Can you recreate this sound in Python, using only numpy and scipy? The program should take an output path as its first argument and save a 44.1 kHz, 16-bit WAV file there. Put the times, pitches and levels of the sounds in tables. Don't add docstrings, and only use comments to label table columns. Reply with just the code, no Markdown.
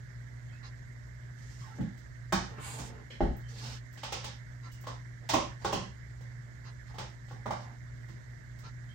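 import sys
import numpy as np
from scipy import signal
from scipy.io import wavfile
from scipy.ndimage import uniform_filter1d

SR = 44100
rng = np.random.default_rng(int(sys.argv[2]) if len(sys.argv) > 2 else 0)


def pcm_store(signal):
    levels = np.round(np.clip(np.atleast_2d(signal), -1, 1) * 32767)
    wavfile.write(sys.argv[1], SR, levels.astype(np.int16).T)


def nominal_scale(level):
    x = np.asarray(level, float) / 20
    return 10 ** x


N = 394633

SOFT_DB = -33
DULL_HZ = 540

# f/Hz, level/dB per Hz
TIP = [(880, -28.5), (1500, 0.5), (2370, -0.5), (3660, 1), (4240, -2.5), (5020, -1), (9100, -13.5),
       (10100, -27), (10600, -29), (11900, -16), (13900, -28), (15100, -16), (16000, -10), (16900, -58)]
# f/Hz, level/dB, t60/s
PLATFORM = [(316, -1.5, 0.037), (417, -1.5, 0.023), (430, -3, 0.038), (532, 1.5, 0.018), (600, 2, 0.023),
            (670, 3, 0.016), (752, 6, 0.016), (838, 5.5, 0.019), (943, 2.5, 0.014), (1070, 3.5, 0.021),
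            (1190, 5, 0.0094), (1350, 1.5, 0.016), (1650, -35, 0.032), (1980, -12, 0.0082)]
# f/Hz, level/dB, t60/s
BOARDS = [(41.6, -9, 0.14), (62.3, -17.5, 0.56), (99, -2.5, 0.087), (146, 5, 0.029), (200, 6.5, 0.057),
          (257, 1, 0.032), (329.4, -4.5, 0.078)]


def contact(rest, knocks, s, knock_db, click_db, knock_hz, boom_db, hard_db):
    luck = rng.standard_normal(60)
    soft = int(knock_db < SOFT_DB)
    blow_s = 0.0001 if knock_hz > DULL_HZ else 0.00023
    click = causal(TIP, hard_db)
    add(rest[soft], s, nominal_scale(click_db + 29) * click / np.linalg.norm(click))
    knock = ring(PLATFORM, luck, blow_s, spread_db=2.16, centre_hz=knock_hz, focus_db=6.0)
    add(knocks[soft], s + 0.00053, nominal_scale(knock_db + 24) * knock)
    boom = ring(BOARDS, luck[30:], 0.00018, spread_db=4.0, detune=0.0093)
    add(rest[soft], s + 0.0027, nominal_scale(boom_db + 37.0) * boom)


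# t/s, knock level/dB, tip click level/dB, knock f/Hz, boom level/dB
LANDINGS = [
    (1.784, -37, -56, 417, -36.5),
    (1.806, -49.5, -60.5, 740, -57),
    (2.325, -24.5, -33, 840, -37),
    (2.786, -42, -49, 816, -47),
    (3.205, -20.5, -31.5, 457, -29),
    (5.335, -17, -33.5, 684, -44),
    (5.726, -25, -37.5, 650, -39),
    (7.457, -30.5, -55, 744, -46.5),
    (8.085, -57.5, -61, 1170, -57),
]
# t/s, knock level/dB, tip click level/dB, knock f/Hz, tip hardness/dB per octave
TAPS = [(1.974, -75, -62, 640, 6), (3.103, -49, -47, 440, -5), (3.973, -53, -51.5, 634, 0),
        (4.032, -34.5, -39.5, 960, -1), (4.121, -32.5, -36.5, 740, 1), (4.24, -38, -41, 667, 1),
        (4.838, -50, -58, 780, -4), (4.868, -34, -46, 900, -0.1), (5.291, -26, -30.5, 1060, 1),
        (5.647, -24, -37, 700, -0.1), (6.207, -52, -63.5, 556, 4), (6.941, -42.5, -59, 1030, .3),
        (6.982, -34, -42, 670, -0.5), (7.283, -59, -60, 1070, 1), (7.31, -42.5, -61, 734, 3),
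        (7.505, -27.5, -47, 824, 1.5)]


def footfalls(rest, knocks):
    for s, knock_db, click_db, knock_hz, boom_db in LANDINGS:
        hard_db = 3.5 if knock_hz > DULL_HZ else -6.5
        contact(rest, knocks, s, knock_db, click_db, knock_hz, boom_db, hard_db)
    for s, knock_db, click_db, knock_hz, hard_db in TAPS:
        boom_db = -37.5 + 0.54 * knock_db
        contact(rest, knocks, s, knock_db, click_db, knock_hz, boom_db, hard_db)


# t/s, level/dB, f/Hz
STEMS = [(1.8064, -35.5, 1730), (2.3235, -12, 1470), (3.1039, -34, 3060), (3.2059, -25.5, 1450),
         (4.0322, -38, 2720), (4.1205, -32, 2500), (4.2388, -32.5, 3620), (4.8684, -40, 1480),
         (5.2903, -38, 2630), (5.3348, -20.5, 2600), (5.7252, -21.5, 2840), (5.6464, -41, 1650),
         (6.984, -31.5, 1630), (7.4566, -25.5, 1590), (7.5038, -23.5, 1440)]


def stem_rings(rest):
    for s, db, hz in STEMS:
        modes = [(hz, 0, .0025), (4630, -28.5, .0015)]
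        stem = ring(modes, np.zeros(4), contact_s=.00003)
        add(rest[int(db < SOFT_DB)], s, nominal_scale(db + 13) * stem)


# t/s, level/dB, hardness/dB per octave
SNAPS = [
    (3.364, -55, 24),
    (3.927, -59.5, 12),
    (4.7174, -56, 10),
    (4.809, -56, 15),
    (8.5857, -60, 8),
]


def strap_snaps(rest):
    for s, db, hard_db in SNAPS:
        snap = causal(TIP, hard_db)
        add(rest[1], s, nominal_scale(db + 29.5) * snap / np.linalg.norm(snap))


def steps():
    rest, knocks = np.zeros((2, N)), np.zeros((2, N))
    footfalls(rest, knocks)
    stem_rings(rest)
    strap_snaps(rest)
    return rest, knocks


# t/s, length/s, rasp level/dB, centre f/Hz, place of the peak/0-1
BRUSHES = [
    (1.34, 0.3, -61, 5800, 0.58),
    (1.576, 0.16, -62.5, 5100, 0),
    (1.732, 0.06, -63.5, 5960, 0.4),
    (2.578, 0.22, -46.5, 7600, 0.44),
    (2.763, 0.14, -50.5, 6500, 0),
    (3.465, 0.086, -57.5, 5300, .35),
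    (3.52, 0.27, -48.5, 4270, 0.48),
    (5.587, 0.084, -58.5, 5330, .8),
    (6.857, .05, -63, 4450, .45),
    (7.59, 0.059, -62, 4800, .2),
]


def brushes():
    out, grip = np.zeros(N), slipping(size=N)
    for s, length, rasp_db, rasp_hz, peak in BRUSHES:
        u, pressure = stroke(length, peak)
        slips = grip[round(s * SR):][:len(u)]
        rasp = evened(signal.oaconvolve(slips, causal(TIP))[:len(u)])
        band = evened(resonate(resonate(slips, rasp_hz, 3600.0), rasp_hz, 3600.0))
        add(out, s, nominal_scale(rasp_db) * evened(rasp + 1.38 * band) * pressure)
    return out


# t/s, length/s, rumble level/dB, first f/Hz, last f/Hz
GRINDS = [(1.733, 0.072, -57.5, 456, 440), (2.456, 0.17, -51.5, 720, 485), (2.549, 0.23, -49, 1200, 544),
          (2.756, 0.09, -47, 730, 560), (2.846, 0.19, -53.5, 500, 415), (3.47, 0.2, -60, 260, 244),
          (3.597, .17, -52, 624, 860), (5.211, 0.045, -60.5, 430, 400), (5.578, 0.27, -51, 700, 1050),
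          (6.874, 0.056, -58.5, 800, 1000), (7.6, 0.15, -57, 845, 800)]


def grinds():
    out, grip = np.zeros(N), slipping(size=N)
    for s, length, rumble_db, first_hz, last_hz in GRINDS:
        u, pressure = stroke(length, curve=2.45)
        slips = grip[round(s * SR):][:len(u)]
        rumble_hz = first_hz + (last_hz - first_hz) * u
        boards = evened(resonate(resonate(slips, 130.0, 260.0), 223.0, 340.0))
        rumble = evened(resonate(resonate(slips, rumble_hz, 740.0), rumble_hz, 2100.0))
        add(out, s, nominal_scale(rumble_db) * (rumble + nominal_scale(-8) * boards) * pressure)
    return out


# t/s, length/s, level/dB, first f/Hz, last f/Hz
SQUEAKS = [
    (.465, .055, -67, 3260, 3180),
    (0.507, 0.079, -63.5, 2490, 2680),
    (1.597, 0.089, -55, 1090, 1040),
    (1.653, .1, -55, 900, 850),
    (1.632, .11, -61, 1470, 1260),
    (3.425, .09, -65, 3130, 3000),
    (4.686, 0.11, -66, 2910, 2860),
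    (8.883, .065, -61, 3160, 3180),
]


def squeaks():
    out, noise = np.zeros(N), rng.standard_normal(N)
    for s, length, db, first_hz, last_hz in SQUEAKS:
        u, pressure = stroke(length, peak=0.19, curve=1.2)
        glide_hz = first_hz + (last_hz - first_hz) * u
        tone = evened(resonate(noise[round(s * SR):][:len(u)], glide_hz, 45.0))
        add(out, s, nominal_scale(db) * tone * pressure)
    return out


# t/s, latch level/dB, case level/dB
TICKS = [
    (0.632, -44.5, -60),
    (4.632, -47.5, -58),
    (6.6474, -47, -58.5),
    (8.6362, -45.5, -56),
]
# f/Hz, level/dB, t60/s
TICKER = [(1030, 9, 0.01), (1356, 3, 0.027), (2500, -0.5, 0.0028), (3960, -3.5, 0.012), (4700, 7, 0.0031),
          (5330, 8.5, 0.0013), (6370, -4, 0.0071)]


def ticker():
    out = np.zeros(N)
    latch = ring(TICKER[2:], np.zeros(2 * len(TICKER[2:])), contact_s=.00005)
    case = ring(TICKER[:2], np.zeros(4), contact_s=.00005)
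    for s, click_db, case_db in TICKS:
        rattle = rng.standard_normal(2600) * signal.windows.tukey(2600, .5)
        body = nominal_scale(click_db - 11) * latch + nominal_scale(case_db + 3.5) * case
        add(out, s - .014, signal.fftconvolve(rattle, body))
    return out


def stroke(length, peak=0.36, curve=1.26):
    u, peak = np.linspace(0, 1, round(length * SR)), np.clip(peak, .05, .95)
    away = np.where(u < peak, 1 - u / peak, (u - peak) / (1 - peak))
    return u, nominal_scale(-7 * away ** curve) * signal.windows.tukey(len(u), .3)


def slipping(size):
    grip = evened(uniform_filter1d(rng.standard_normal(size), size=300))
    return rng.standard_normal(size) * nominal_scale(2.8 * grip)


def ring(modes, luck, contact_s, spread_db=3., detune=0.031, centre_hz=None, focus_db=5.):
    hz, db, t60 = np.transpose(modes)[:, :, None]
    t = np.arange(SR // 6) / SR
    share, shift = luck[:2 * len(hz)].reshape(2, -1, 1)
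    if centre_hz:
        db = db - focus_db * np.log2(hz / centre_hz) ** 2
    sign = (-1.) ** np.argsort(np.argsort(hz, axis=0), axis=0)
    level = sign * nominal_scale(db + spread_db * share - 60 * t / t60)
    sound = (level * np.sin(2 * np.pi * hz * (1 + detune * shift) * t)).sum(0)
    sound = signal.lfilter([1], [1, -np.exp(-1 / (contact_s * SR))], sound)
    return sound / np.linalg.norm(sound)


def causal(points, tilt_db=0.):
    hz = abs(np.fft.fftfreq(2048, 1 / SR))
    db = read(points, hz) + tilt_db * np.log2((hz + 1) / 4000)
    log_gain = np.log(nominal_scale(np.maximum(db, -100)))
    return np.fft.ifft(np.exp(np.conj(signal.hilbert(log_gain)))).real[:1024]


def resonate(x, hz, width_hz):
    turn = np.exp(2j * np.pi * np.cumsum(hz * np.ones(len(x))) / SR)
    r = np.exp(-np.pi * width_hz / SR)
    return 2 * (turn * signal.lfilter([1 - r], [1, -r], x / turn)).real


def evened(x):
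    return x / np.sqrt(np.mean(x ** 2) + 1e-20)


def read(points, hz):
    f, value = np.transpose(points)
    return np.interp(np.log(hz + 1), np.log(f + 1), value)


def add(mix, s, sound):
    part = mix[..., round(s * SR):][..., :sound.shape[-1]]
    part += sound[..., :part.shape[-1]]


# f/Hz, t60/s
ROOM = [(60, 0.67), (200, 0.39), (800, 0.39), (2200, 0.46), (6000, 0.5), (12000, 0.14)]
# f/Hz, left-right level/dB
EARS = [(60, 9), (150, -6.5), (380, -1), (950, -5.5), (2380, 0.5), (5980, -11), (15000, 5)]


def room(x, direct_db, hold_s, fade_s):
    taps = np.zeros((3, 2, SR // 2))
    at = np.arange(100, SR // 2 - 10, 10) + rng.integers(0, 10, (3, 2, (SR // 2 - 101) // 10))
    np.put_along_axis(taps, at, rng.choice([-1., 1.], at.shape), axis=2)
    hz, t, z = signal.stft(taps, SR, nperseg=256)
    alike = np.clip(np.maximum(1.1 - hz / 490.0, hz / 25600.0 - .6), 0, .98)[:, None]
    z[:, 1] = alike * z[:, 0] + np.sqrt(1 - alike ** 2) * z[:, 1]
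    decay_db = -60 * np.maximum(t - hold_s, 0) / read(ROOM, hz)[:, None]
    z *= nominal_scale(decay_db - 20 * (t / fade_s) ** 4)
    z *= nominal_scale(np.multiply.outer([.5, -.5], read(EARS, hz))[..., None])
    tails = signal.istft(z, SR, nperseg=256)[1]
    tails[..., :100] = 0
    tails /= np.sqrt((tails ** 2).sum(2).mean())
    tails[..., 0] = nominal_scale(direct_db)
    turn = np.arange(N) / SR * 7.3
    share = np.cos(np.pi * (turn + np.arange(3)[:, None]) / 3) * np.sqrt(2 / 3)
    return sum(signal.oaconvolve(x[None] * w, tail, axes=1)[:, :N] for w, tail in zip(share, tails))


# f/Hz, level/dB rms
HUM = [(60, -58), (120, -47.5), (240, -73.5), (610, -80.5)]


def hum():
    t, tones = np.arange(N) / SR, np.zeros(N)
    for hz, db in HUM:
        strength = nominal_scale(db + 3 + 1.8 * wander(14.))
        tones += strength * np.sin(2 * np.pi * hz * t + .6 * wander(6.))
    return tones * nominal_scale(np.array([[-1.1], [1.1]]))


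def wander(rate_hz):
    t = np.arange(0, N, 64) / SR
    rates = rate_hz * np.geomspace(.05, 1, 24)
    slow = sum(np.sin(2 * np.pi * (f * t + rng.random())) / np.sqrt(f) for f in rates)
    return np.interp(np.arange(N) / SR, t, evened(slow))


# f/Hz, level/dB per Hz
RUMBLE = [(12, -77), (20, -16), (51, -7), (70, -5.5), (91, -15), (101, -12), (123, -8.5), (136, -2),
          (150, -17.5), (242, -23), (275, -24.5), (344, -29), (400, -37), (520, -76), (880, -120)]


def rumble():
    return air(RUMBLE, -51.5, size=4096, patchy_db=-1.1)


# f/Hz, level/dB per Hz
HISS = [(180, -47), (300, -4.5), (593, -12), (645, 0), (762, -23.5), (870, -10.5), (1230, -14),
        (1720, -3.5), (2100, -7.5), (2440, -28), (7200, -21.5), (9390, -34), (10600, -47), (11700, -31.5),
        (13800, -37), (16000, -44)]


def hiss():
    return air(HISS, -57, size=512, patchy_db=1.65)


# f/Hz, left-right likeness/-1 to 1
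SAME = [(60, 0.48), (150, 0.59), (380, -0.35), (950, -0.32), (2380, -0.16), (5980, 0.023), (15000, 0.25)]
# f/Hz, left-right level/dB
LEAN = [(60, 0.5), (150, 3.5), (380, -3), (950, -4), (2380, -16.5), (5980, -11), (15000, 3.5)]


def air(points, db, size, patchy_db):
    frames, hz = N * 4 // size + 5, np.fft.rfftfreq(size, 1 / SR)
    a, b, c, d, patches = rng.standard_normal((frames, len(hz), 5)).T
    patches = evened(uniform_filter1d(uniform_filter1d(patches, size=9, axis=0), size=9, axis=1))
    same = np.clip(read(SAME, hz), -1, 1)[:, None]
    left = a + 1j * b
    right = same * left + np.sqrt(1 - same ** 2) * (c + 1j * d)
    lean_db = np.multiply.outer([.5, -.5], read(LEAN, hz))[..., None]
    z = np.array([left, right]) * nominal_scale(read(points, hz)[:, None] + patchy_db * patches + lean_db)
    return nominal_scale(db) * evened(signal.istft(z, nperseg=size, noverlap=size - size // 4)[1][:, :N])


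def scene():
    rest, knocks = steps()
    blows = room(rest[0] + knocks[0], direct_db=-17.0, hold_s=0.002, fade_s=0.29)
    blows += room(rest[1] + knocks[1], direct_db=-22.0, hold_s=0.0066, fade_s=0.21)
    blows += nominal_scale(-7.0) * knocks.sum(axis=0)
    rubbing = brushes() + grinds() + squeaks() + ticker()
    rubs = room(rubbing, direct_db=-16.0, hold_s=0.0078, fade_s=0.05)
    return blows + rubs + rumble() + hiss() + hum()


def band_limit(x):
    return signal.sosfilt(signal.butter(12, 16950, fs=SR, output="sos"), x)


# f/Hz, level/dB per bin
GATE = [(9550, -140), (9800, -92), (10300, -79), (11000, -79), (11250, -140), (12900, -140), (13300, -97),
        (13600, -84), (14300, -84), (14600, -103), (15800, -101), (16000, -60)]


def record(dry):
    thin = signal.sosfilt(signal.butter(3, 46., "high", fs=SR, output="sos"), dry)
    hz, _, z = signal.stft(thin, SR, nperseg=512, noverlap=384)
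    power = (abs(z) ** 2).mean(0)
    power = uniform_filter1d(uniform_filter1d(power, size=7, axis=0), size=5, axis=1)
    z *= power > nominal_scale(read(GATE, hz))[:, None] ** 2
    mix = signal.istft(z, SR, nperseg=512, noverlap=384)[1][:, :N]
    return band_limit(mix)


dry = scene()
out = record(dry)
pcm_store(out)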